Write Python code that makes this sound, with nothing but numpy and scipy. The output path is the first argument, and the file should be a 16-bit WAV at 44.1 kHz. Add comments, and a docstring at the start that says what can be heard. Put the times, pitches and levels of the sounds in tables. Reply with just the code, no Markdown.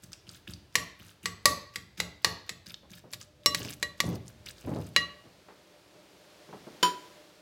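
"""A metal spoon stirs chopped, wet food in a thick glass bowl on a kitchen counter.
The spoon clacks on the glass and makes it ring, the food squelches as wet pieces part and air pockets
pop, and the bowl bumps the counter. The microphone comes closer, so the later clinks have less echo.
After a last clink, things are shifted about with a dull rumble and a small dish is knocked.
Behind it all are soft room noise and the faint hum of an appliance."""
import sys
import numpy as np
from scipy import signal
from scipy.fft import rfft, irfft, next_fast_len
from scipy.io import wavfile

SR = 44100
rng = np.random.default_rng(int(sys.argv[2]) if len(sys.argv) > 2 else 0)


def materialize(psi):
    """Save the field psi as 16-bit PCM at rate SR to the path in sys.argv[1].

    A 1-D psi becomes a single channel; in a 2-D psi each row is a channel.
    """
    bounded = np.clip(np.atleast_2d(psi).T, -1, 1)
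    quanta = np.round(bounded * 32767).astype(np.int16)
    wavfile.write(sys.argv[1], SR, quanta)


N = 326779
T = np.arange(N) / SR

# Levels are set before mixing. A fade_s is the time a sound takes to drop by 60 dB.
# The spoon hits the glass. Tilt brightens or dulls the hit; freedom (0-1) scales the bowl's fade time.
# start_s, clack_db, tilt_db_per_octave, ring_db, rim_place_half_turns, freedom
CLINKS = [(0.7544, -20.5, -1.5, -36.5, 0.41, 0.61), (1.257, -28, -3, -42.5, 0.25, 0.54),
          (1.4558, -15.5, 0, -20.5, .1, 0.42), (1.7583, -33.5, -3.5, -54, 0.25, 0.55),
          (2.0015, -28, -3, -38.5, 0.14, 0.43), (2.246, -20.5, -3.5, -33, 0.22, 0.22),
          (2.4927, -33.5, -3, -59.5, 0.25, 0.81), (3.1339, -38, -2, -55, 0.14, 0.34),
          (3.46, -20.5, .8, -23.5, 0.133, 0.84), (3.547, -26, -1.8, -39, .498, 0.19),
          (3.8279, -29, -2, -35, 0.48, 0.79), (4.0028, -23, -2, -32, 0.034, 0.13),
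          (4.9627, -20, -5, -24, .19, 0.97)]
# The notes of the bending bowl. It is not quite round, so each note has a close twin.
# pitch_hz, twin_hz, twin_db, fade_s
BOWL_NOTES = [(592, 578, -10, .42), (1137, 1149, -6, .44), (1914, 1952, -10, .31), (2858, 2870, -10, .36),
              (4018, 4003, -6, .32)]
# How strongly each bowl note rings when hit where it bends most: level_db
BOWL_NOTE_LEVELS = [-14, -0.5, 3.5, -4.5, -3.5]
# Weaker, mostly higher rings of spoon and glass: pitch_hz, level_db, fade_s
OVERTONES = [(473.7, -21, 0.14), (2040, -21, 0.15), (3300, -26, 0.15), (3640, -21, .15),
             (3920, -21.5, 0.087), (4940, -14.5, 0.15), (5490, -11.5, 0.094), (5900, -26, 0.27),
             (6370, -23.5, 0.12), (6400, -28, 0.2), (6700, -25.5, 0.11), (6850, -18.5, 0.1),
             (7570, -22, 0.17), (7700, -15, .15), (7930, -14, 0.14), (10360, -27.5, 0.22)]
# The tone colour of the spoon's clack: pitch_hz, level_db
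CLACK_COLOUR = [(150, -14.5), (450, -6), (800, -8), (1150, -4), (1450, -4), (2000, 7.5), (3100, -2.5),
                (4200, 7.5), (5600, 1.5), (7300, 2.5), (9000, -7.5), (11000, -2.5), (15500, -14.5)]
# Strokes through the food alone: start_s, length_s, squelch_db, counter_push_db
STROKES = [(0.021, 0.025, -51, -52.5), (0.118, 0.0078, -47, -77), (0.264, 0.11, -55.5, -51),
           (0.471, 0.047, -51, -42.5), (0.989, 0.13, -54.5, -51), (1.228, 0.061, -54, -46),
           (1.974, 0.029, -41, -43.5), (2.658, 0.057, -48, -53), (2.896, 0.093, -51.5, -50),
           (3.126, 0.005, -35.5, -59), (3.2, 0.029, -47, -70), (3.554, 0.18, -42.5, -44),
           (4.039, 0.12, -50.5, -32.5), (4.256, 0.047, -59, -62), (4.457, 0.051, -46, -60),
           (4.558, 0.33, -55.5, -64)]
# The tone colour of the wet food: pitch_hz, level_db
SQUELCH_COLOUR = [(1200, 1), (2000, 0), (3200, 0), (5000, -0.5), (7500, -6), (10000, -9.5), (15500, -8.5)]
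# The loudest air pockets bursting in the food: start_s, level_db, pitch_hz
BIG_POPS = [(0.1315, -26, 5200), (0.292, -30, 4700), (0.4767, -29.5, 2700), (0.5365, -29, 4700),
            (2.667, -32.5, 4750), (2.7422, -25.5, 3620), (3.2135, -29.5, 5000), (4.2804, -32, 6500),
            (4.4871, -29, 3800)]
# The low notes of the counter: pitch_hz, level_db, fade_s
COUNTER_NOTES = [(65, -10, 0.4), (79, -8.5, .3), (99.44, -2, 0.31), (125.7, -2.5, 0.35), (146, -7.5, 0.2),
                 (174, 3.5, 0.21), (203.6, 0, 0.16), (228, -7.5, 0.28), (291.4, -6, 0.36),
                 (350.3, -2.5, 0.24)]
# Things being shifted about: start_s, length_s, level_db, centre_hz
SHIFTS = [(2.831, .03, -54.5, 386), (3.039, 0.042, -50, 336), (3.603, 0.06, -39, 225),
          (4.034, 0.12, -33.5, 233), (4.642, 0.018, -38.5, 180), (4.673, 0.13, -31, 252),
          (5.253, 0.0095, -53, 288), (5.485, 0.03, -48, 567), (5.952, 0.044, -55.5, 380),
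          (6.489, 0.023, -48.5, 340), (6.527, 0.0097, -40, 405), (6.668, 0.02, -45, 352)]
# The tone colour of their rumble: multiple_of_centre, level_db
SHIFT_COLOUR = [(.11, -39.5), (.42, -2.5), (1, -1.5), (2.3, -8.5), (5, -23.5), (25, -65.5)]
# A small dish is knocked and chatters briefly: start_s, level_db
DISH_KNOCKS = [(6.8279, -25.5), (6.8305, -19.5), (6.839, -67), (6.852, -35)]
# The notes of the dish, with levels relative to the first knock: pitch_hz, level_db, fade_s
DISH_NOTES = [(182, -10, 0.25), (332, -9, 0.1), (373, -10.5, 0.29), (510, -0.5, 0.061), (988, 12.5, 0.19),
              (1000, 12, 0.11), (1440, -11, 0.016), (2552, -15, 0.32), (3050, 4.5, 0.14),
              (3115, -1.5, 0.26), (4600, -13, 0.33), (4700, -3, 0.15), (5400, -12, 0.19), (5570, -10, 0.23),
              (7020, -8, 0.24), (8600, -17, 0.23), (9660, -8, 0.2), (12400, -13, 0.2), (14100, -17, 0.12)]
# The tone colour of the dish's clack: pitch_hz, level_db
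DISH_CLACK_COLOUR = [(150, -12), (450, 10.5), (700, -8.5), (1400, 9.5), (2200, 0.5), (3200, 2.5),
                     (5000, 3.5), (8000, -15), (15500, -20)]
# The microphone moves in, from far (0) to near (1): time_s, nearness
NEARNESS = [(2.3, 0.01), (3.3, 1)]
# How long the kitchen echoes: pitch_hz, fade_s
ECHO_FADES = [(100, 0.4), (400, 0.44), (1200, 0.47), (4000, 0.54), (8000, 0.22), (15000, 0.3)]
# The tone colour of that echo: pitch_hz, level_db
ECHO_COLOUR = [(100, 11), (500, 9), (2000, -3), (4500, -3.5), (8000, 0.5), (15000, 2.5)]
# The tone colour of the room's airy noise: pitch_hz, level_db
AIR_COLOUR = [(40, -16.5), (100, -12), (176, -2.5), (243, -12.5), (320, 0.5), (470, -5), (620, -4),
              (760, -8), (1240, -11), (4500, -13.5), (9000, -23.5), (15500, -29)]
# How loud that noise is as time passes: time_s, level_db
AIR_LEVEL = [(0, -64), (2.8, -67), (3.25, -67), (4.5, -61), (5.9, -60), (7.0, -53), (7.41, -59.5)]
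# How loud the room's low rumble is: time_s, level_db
RUMBLE_LEVEL = [(0, -65), (3.2, -64.5), (4.5, -59), (5.4, -72.5), (7.41, -79)]
# The tones of the humming appliance: pitch_hz, level_db
HUM_TONES = [(188.4, -73.5), (301.5, -75.5), (510, -75.5), (598, -68.5)]

ECHO_FAR_DB, ECHO_NEAR_DB = -7, -12.5   # less echo once the microphone is near


def clinks(contact_db=2.5, contact_fade_s=0.045, still_spot_share=0.11):
    """The spoon hits the glass and it rings. Returns the direct sound and the part that will echo."""
    direct, to_room, t = np.zeros(N), np.zeros(N), T[:SR]
    for start_s, clack_db, tilt_db, ring_db, place, freedom in CLINKS:
        echo_db = by_nearness(start_s, ECHO_FAR_DB, ECHO_NEAR_DB)
        wash_db = -13.5 + 0.56 * echo_db   # nearby reflections count for more from further away
        crack = clack(CLACK_COLOUR, tilt_db, crack_fade_s=0.023, wash_db=wash_db, wash_fade_s=0.13)
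        overtone_db = -11.5 + 11.5 * freedom   # louder when the spoon bounces free
        overtones = from_db(overtone_db) * ringing(OVERTONES, spread_db=5.5, tilt_db=tilt_db)
        clink = from_db(clack_db) * (from_db(7.5) * crack + overtones)
        for waves, (level_db, note) in enumerate(zip(BOWL_NOTE_LEVELS, BOWL_NOTES), 2):
            hz, twin_hz, twin_db, fade_s = note
            # the rim bends in 2, 3, 4 ... waves; a hit on a still spot barely wakes that note
            strength = from_db(ring_db + level_db) * (still_spot_share + abs(np.cos(np.pi * waves * place)))
            twin = from_db(twin_db) * np.sin(2 * np.pi * twin_hz * t + rng.uniform(-0.89, 1))
            pair = np.sin(2 * np.pi * hz * t) + twin
            # the ring drops fast while the spoon still touches, then dies away freely
            dying = fade(t, fade_s * freedom) + from_db(contact_db) * fade(t, contact_fade_s)
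            clink += strength * pair * dying
        add(direct, start_s, clink)
        add(to_room, start_s, from_db(echo_db) * clink)
    return direct, to_room


def clack(tone_colour, tilt_db, crack_fade_s, wash_db, wash_fade_s):
    """Countless short rings blur into a noisy crack, followed by a brief wash from the counter top."""
    t = T[:SR]
    loudness = fade(t, crack_fade_s) + from_db(wash_db) * fade(t, wash_fade_s)
    return colour(rng.standard_normal(SR) * loudness, tone_colour, tilt_db)


def ringing(notes, spread_db, tilt_db=0):
    """One blow sets all of an object's notes ringing, each with a partly random strength."""
    t, out = T[:SR], 0
    for k, (hz, level_db, fade_s) in enumerate(notes):
        strength = from_db(level_db + spread_db * rng.standard_normal() + treble_tilt(hz, tilt_db))
        out = out + (-1) ** k * strength * np.sin(2 * np.pi * hz * t) * fade(t, fade_s)
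    return out


def squelches(bursts_per_s=1100, hiss_power=0.043, rise_s=0.0028, release_s=0.011, ring_cycles=11):
    """Wet pieces pull apart in many tiny bursts over a soft hiss."""
    out, t = np.zeros(N), T[:SR * 2 // 5]
    pitches_hz = np.geomspace(1300, 15000, 20)
    for start_s, length_s, level_db in food_moves():
        swell = np.minimum(t / rise_s, 1) * np.exp(-np.maximum(t - length_s, 0) / release_s)
        sizes = from_db(4.5 * np.minimum(rng.exponential(1, len(t)), 4))
        signs = rng.choice([-1, 1], len(t))
        clicks = sizes * signs * (rng.random(len(t)) < bursts_per_s / SR)
        pitch_choice = rng.integers(0, len(pitches_hz), len(t))
        bursts = 0
        for k, hz in enumerate(pitches_hz):
            # this filter makes each click ring for a few cycles at its own pitch
            decay, angle = from_db(-60 * hz / (ring_cycles * SR)), 2 * np.pi * hz / SR
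            feedback = [1, -2 * decay * np.cos(angle), decay * decay]
            own_clicks = clicks * (pitch_choice == k) + 1e-18
            bursts = bursts + hz * signal.lfilter([1, 0, -1], feedback, own_clicks)
        hiss = np.sqrt(hiss_power) * rng.standard_normal(len(t))
        wet = colour(rms_one(bursts) + hiss, SQUELCH_COLOUR)
        add(out, start_s, from_db(level_db - 3) * rms_one(wet) * swell)
    return out


def food_moves(lead_s=0.03, cushion_db=-55.5, soft_clink_db=-23):
    """Food moves in each stroke and as it cushions a clink. Returns start_s, length_s, level_db."""
    moves = [stroke[:3] for stroke in STROKES]
    for start_s, clack_db, *_ in CLINKS:
        loss_db = 1.6 * max(clack_db - soft_clink_db, 0)   # a harder clink has less squelch before it
        moves.append((start_s - lead_s, lead_s, cushion_db - loss_db))
    return moves


def pops(ring_cycles=28):
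    """A bursting air pocket rings briefly, rising in pitch, with a wet spit."""
    out, t = np.zeros(N), T[:SR // 20]
    for start_s, level_db, hz in BIG_POPS + small_pops():
        tone = np.sin(2 * np.pi * hz * t * (1 + 18 * t)) * fade(t, ring_cycles / hz)
        spit = rms_one(band(rng.standard_normal(len(t)), hz / 1.3, hz * 1.4)) * fade(t, 0.015)
        add(out, start_s, from_db(level_db) * (0.52 * tone + 0.25 * spit))
    return out


def small_pops(pops_per_s=20, centre_hz=4700, range_octaves=2, tries=8):
    """Longer strokes burst more air pockets, louder ones bigger. Returns start_s, level_db, pitch_hz."""
    events = []
    for start_s, length_s, squelch_db, _ in STROKES:
        for chance, when, pitch in rng.random(size=(tries, 3)):
            if chance < pops_per_s * length_s / tries:
                hz = centre_hz * 2 ** (range_octaves * (pitch - 0.5))
                events.append((start_s + length_s * when, squelch_db + 12.5, hz))
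    return events


def inside_bowl(sound, wall_db=-8, fade_s=0.032):
    """Sounds from the food bounce about between the glass walls."""
    t = T[:SR // 20]
    bounces = rng.standard_normal(len(t)) * fade(t, fade_s) * (t > 0.0005)
    return sound + from_db(wall_db) * reflect(sound, bounces)


def counter_bumps(lag_s=0.004, build_s=0.0089):
    """The bowl passes each clink and stroke to the counter, which booms; the soft contact builds up."""
    pushes = [(start_s, -30.5 + 0.58 * clack_db) for start_s, clack_db, *_ in CLINKS]
    pushes += [(start_s, push_db) for start_s, *_, push_db in STROKES]
    out, build = np.zeros(N), 1 - np.exp(-T[:SR] / build_s)
    for start_s, level_db in pushes:
        add(out, start_s + lag_s, from_db(level_db - 1.5) * ringing(COUNTER_NOTES, spread_db=2) * build)
    return out


def shifted_things(slip_s=0.0445, sag_db=8.5, rise_s=0.00062, release_s=0.031, boom_release_s=0.11):
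    """Shifted things stick and slip, making a lumpy, dull rumble whose bass lingers in the counter."""
    out, t = np.zeros(N), T[:SR * 2 // 3]
    for start_s, length_s, level_db, centre_hz in SHIFTS:
        lumps = from_db(rms_one(band(rng.standard_normal(len(t)), 18, 63)))   # about 1 dB of judder
        slips = from_db(-sag_db * (np.minimum(t, length_s) / slip_s % 1))   # each starts loud, then sags
        tone_colour = [(centre_hz * multiple, db) for multiple, db in SHIFT_COLOUR]
        rumble = rms_one(colour(rng.standard_normal(len(t)) * lumps, tone_colour))
        since_stop_s = np.maximum(t - length_s, 0)
        slide = rumble * slips * np.exp(-since_stop_s / release_s)
        boom = from_db(-5.5) * band(rumble, 46, 177) * np.exp(-since_stop_s / boom_release_s)
        add(out, start_s, from_db(level_db) * np.minimum(t / rise_s, 1) * (slide + boom))
    return out


def dish_knocks():
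    """A small dish clacks at every touch; only the first knock sets it ringing."""
    out = np.zeros(N)
    first_s, first_db = DISH_KNOCKS[0]
    add(out, first_s, from_db(first_db) * ringing(DISH_NOTES, spread_db=2))
    for start_s, level_db in DISH_KNOCKS:
        touch = clack(DISH_CLACK_COLOUR, tilt_db=0, crack_fade_s=0.013, wash_db=-14, wash_fade_s=0.27)
        add(out, start_s, from_db(level_db + 4.5) * touch)
    return out


def kitchen_echo(sound, build_s=0.012):
    """The tiled room returns a blurred echo; each range of pitches dies away at its own pace."""
    t, echo = T[:SR], 0
    edges_hz = np.geomspace(50, 18000, 14)
    for low_hz, high_hz in zip(edges_hz, edges_hz[1:]):
        hz = np.sqrt(low_hz * high_hz)
        noise = band(rng.standard_normal(SR), low_hz, high_hz)
        echo = echo + noise * fade(t, at_hz(ECHO_FADES, hz)) * from_db(at_hz(ECHO_COLOUR, hz))
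    return reflect(sound, echo * (1 - np.exp(-t / build_s)))


def room_noise():
    """Soft, airy noise and a low rumble slowly swell and sink."""
    air = rms_one(colour(rng.standard_normal(N), AIR_COLOUR))
    rumble = rms_one(band(rng.standard_normal(N), 48, 143.5))
    return from_db(at_time(AIR_LEVEL, T)) * air + from_db(at_time(RUMBLE_LEVEL, T)) * rumble


def appliance_hum():
    """An appliance hums in faint, wavering tones, louder once the microphone is near."""
    hum = 0
    for hz, level_db in HUM_TONES:
        hum = hum + from_db(level_db) * rms_one(band(rng.standard_normal(N), hz - 10, hz + 10))
    return from_db(by_nearness(T, far_db=-15, near_db=0)) * hum


def from_db(db):
    """Turns decibels into a number to multiply by."""
    return 10 ** (np.asarray(db) / 20)


def rms_one(sound):
    """Scales a sound to an average power of one."""
    return sound / np.sqrt(np.mean(sound ** 2) + 1e-20)


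def at_hz(table, hz):
    """Reads a table at a pitch, giving every octave equal room."""
    pitches_hz, values = np.transpose(table)
    return np.interp(np.log(np.maximum(hz, 1)), np.log(pitches_hz), values)


def at_time(table, time_s):
    """Reads a table at a time, gliding between its rows."""
    return np.interp(time_s, *np.transpose(table))


def by_nearness(time_s, far_db, near_db):
    """A level that follows the microphone's approach."""
    return far_db + (near_db - far_db) * at_time(NEARNESS, time_s)


def fade(t, fade_s):
    """Dies away by 60 dB every fade_s seconds."""
    return np.exp(-np.log(1000) * t / max(fade_s, 1e-3))


def add(out, start_s, sound):
    """Mixes a sound in at its start time."""
    first = max(int(start_s * SR), 0)
    out[first:first + len(sound)] += sound[:N - first]


def treble_tilt(hz, db_per_octave):
    """A slope in dB that is zero at 4000 Hz and flat below 2000 Hz."""
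    return db_per_octave * np.log2(np.maximum(hz / 4000, 0.5))


def colour(sound, tone_colour, tilt_db=0):
    """Gives a sound a tone colour; white noise keeps its power."""
    size = next_fast_len(len(sound) + 4096) // 2 * 2
    hz = np.maximum(np.arange(size // 2 + 1) * SR / size, 1)
    gain = rms_one(from_db(at_hz(tone_colour, hz) + treble_tilt(hz, tilt_db)))
    # fold the filter forward in time (minimum phase), so nothing sounds before its cause
    folded = irfft(np.log(gain))
    folded[1:size // 2] *= 2
    folded[size // 2 + 1:] = 0
    return irfft(rfft(sound, size) * np.exp(rfft(folded)))[:len(sound)]


def band(sound, low_hz, high_hz):
    """Keeps the part of a sound between two pitches."""
    edges_hz = [low_hz, np.clip(high_hz, low_hz + 1, SR * 0.45)]
    return signal.sosfilt(signal.butter(2, edges_hz, "band", fs=SR, output="sos"), sound)


def reflect(sound, bounces):
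    """Repeats a sound at every bounce; the bounces are scaled to a total energy of one."""
    return signal.fftconvolve(sound, bounces / np.sqrt(np.sum(bounces ** 2)))[:N]


def scene():
    """Glass, food, counter and dish sound in the kitchen, over room noise and hum."""
    glass, glass_to_room = clinks()
    food = from_db(-1) * inside_bowl(squelches() + from_db(3.5) * pops())
    counter = counter_bumps() + shifted_things()
    dish = dish_knocks()
    echo_gain = from_db(by_nearness(T, ECHO_FAR_DB, ECHO_NEAR_DB))
    to_room = from_db(-3.5) * glass_to_room + from_db(-18) * dish
    to_room += echo_gain * (from_db(-1.5) * food + from_db(-6) * counter)
    return (glass + food + counter + dish + kitchen_echo(to_room) + room_noise() + appliance_hum())[None]


def record(dry, lowest_hz=45, highest_hz=16200):
    """Removes the deepest bass, rounds the loudest peaks and cuts the highest treble."""
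    thinned = signal.sosfilt(signal.butter(4, lowest_hz, "high", fs=SR, output="sos"), dry)
    rounded = 1.1 * np.tanh(thinned / 1.1)
    return signal.sosfilt(signal.ellip(10, 0.2, 80, highest_hz, fs=SR, output="sos"), rounded)


dry = scene()
out = record(dry)
materialize(out)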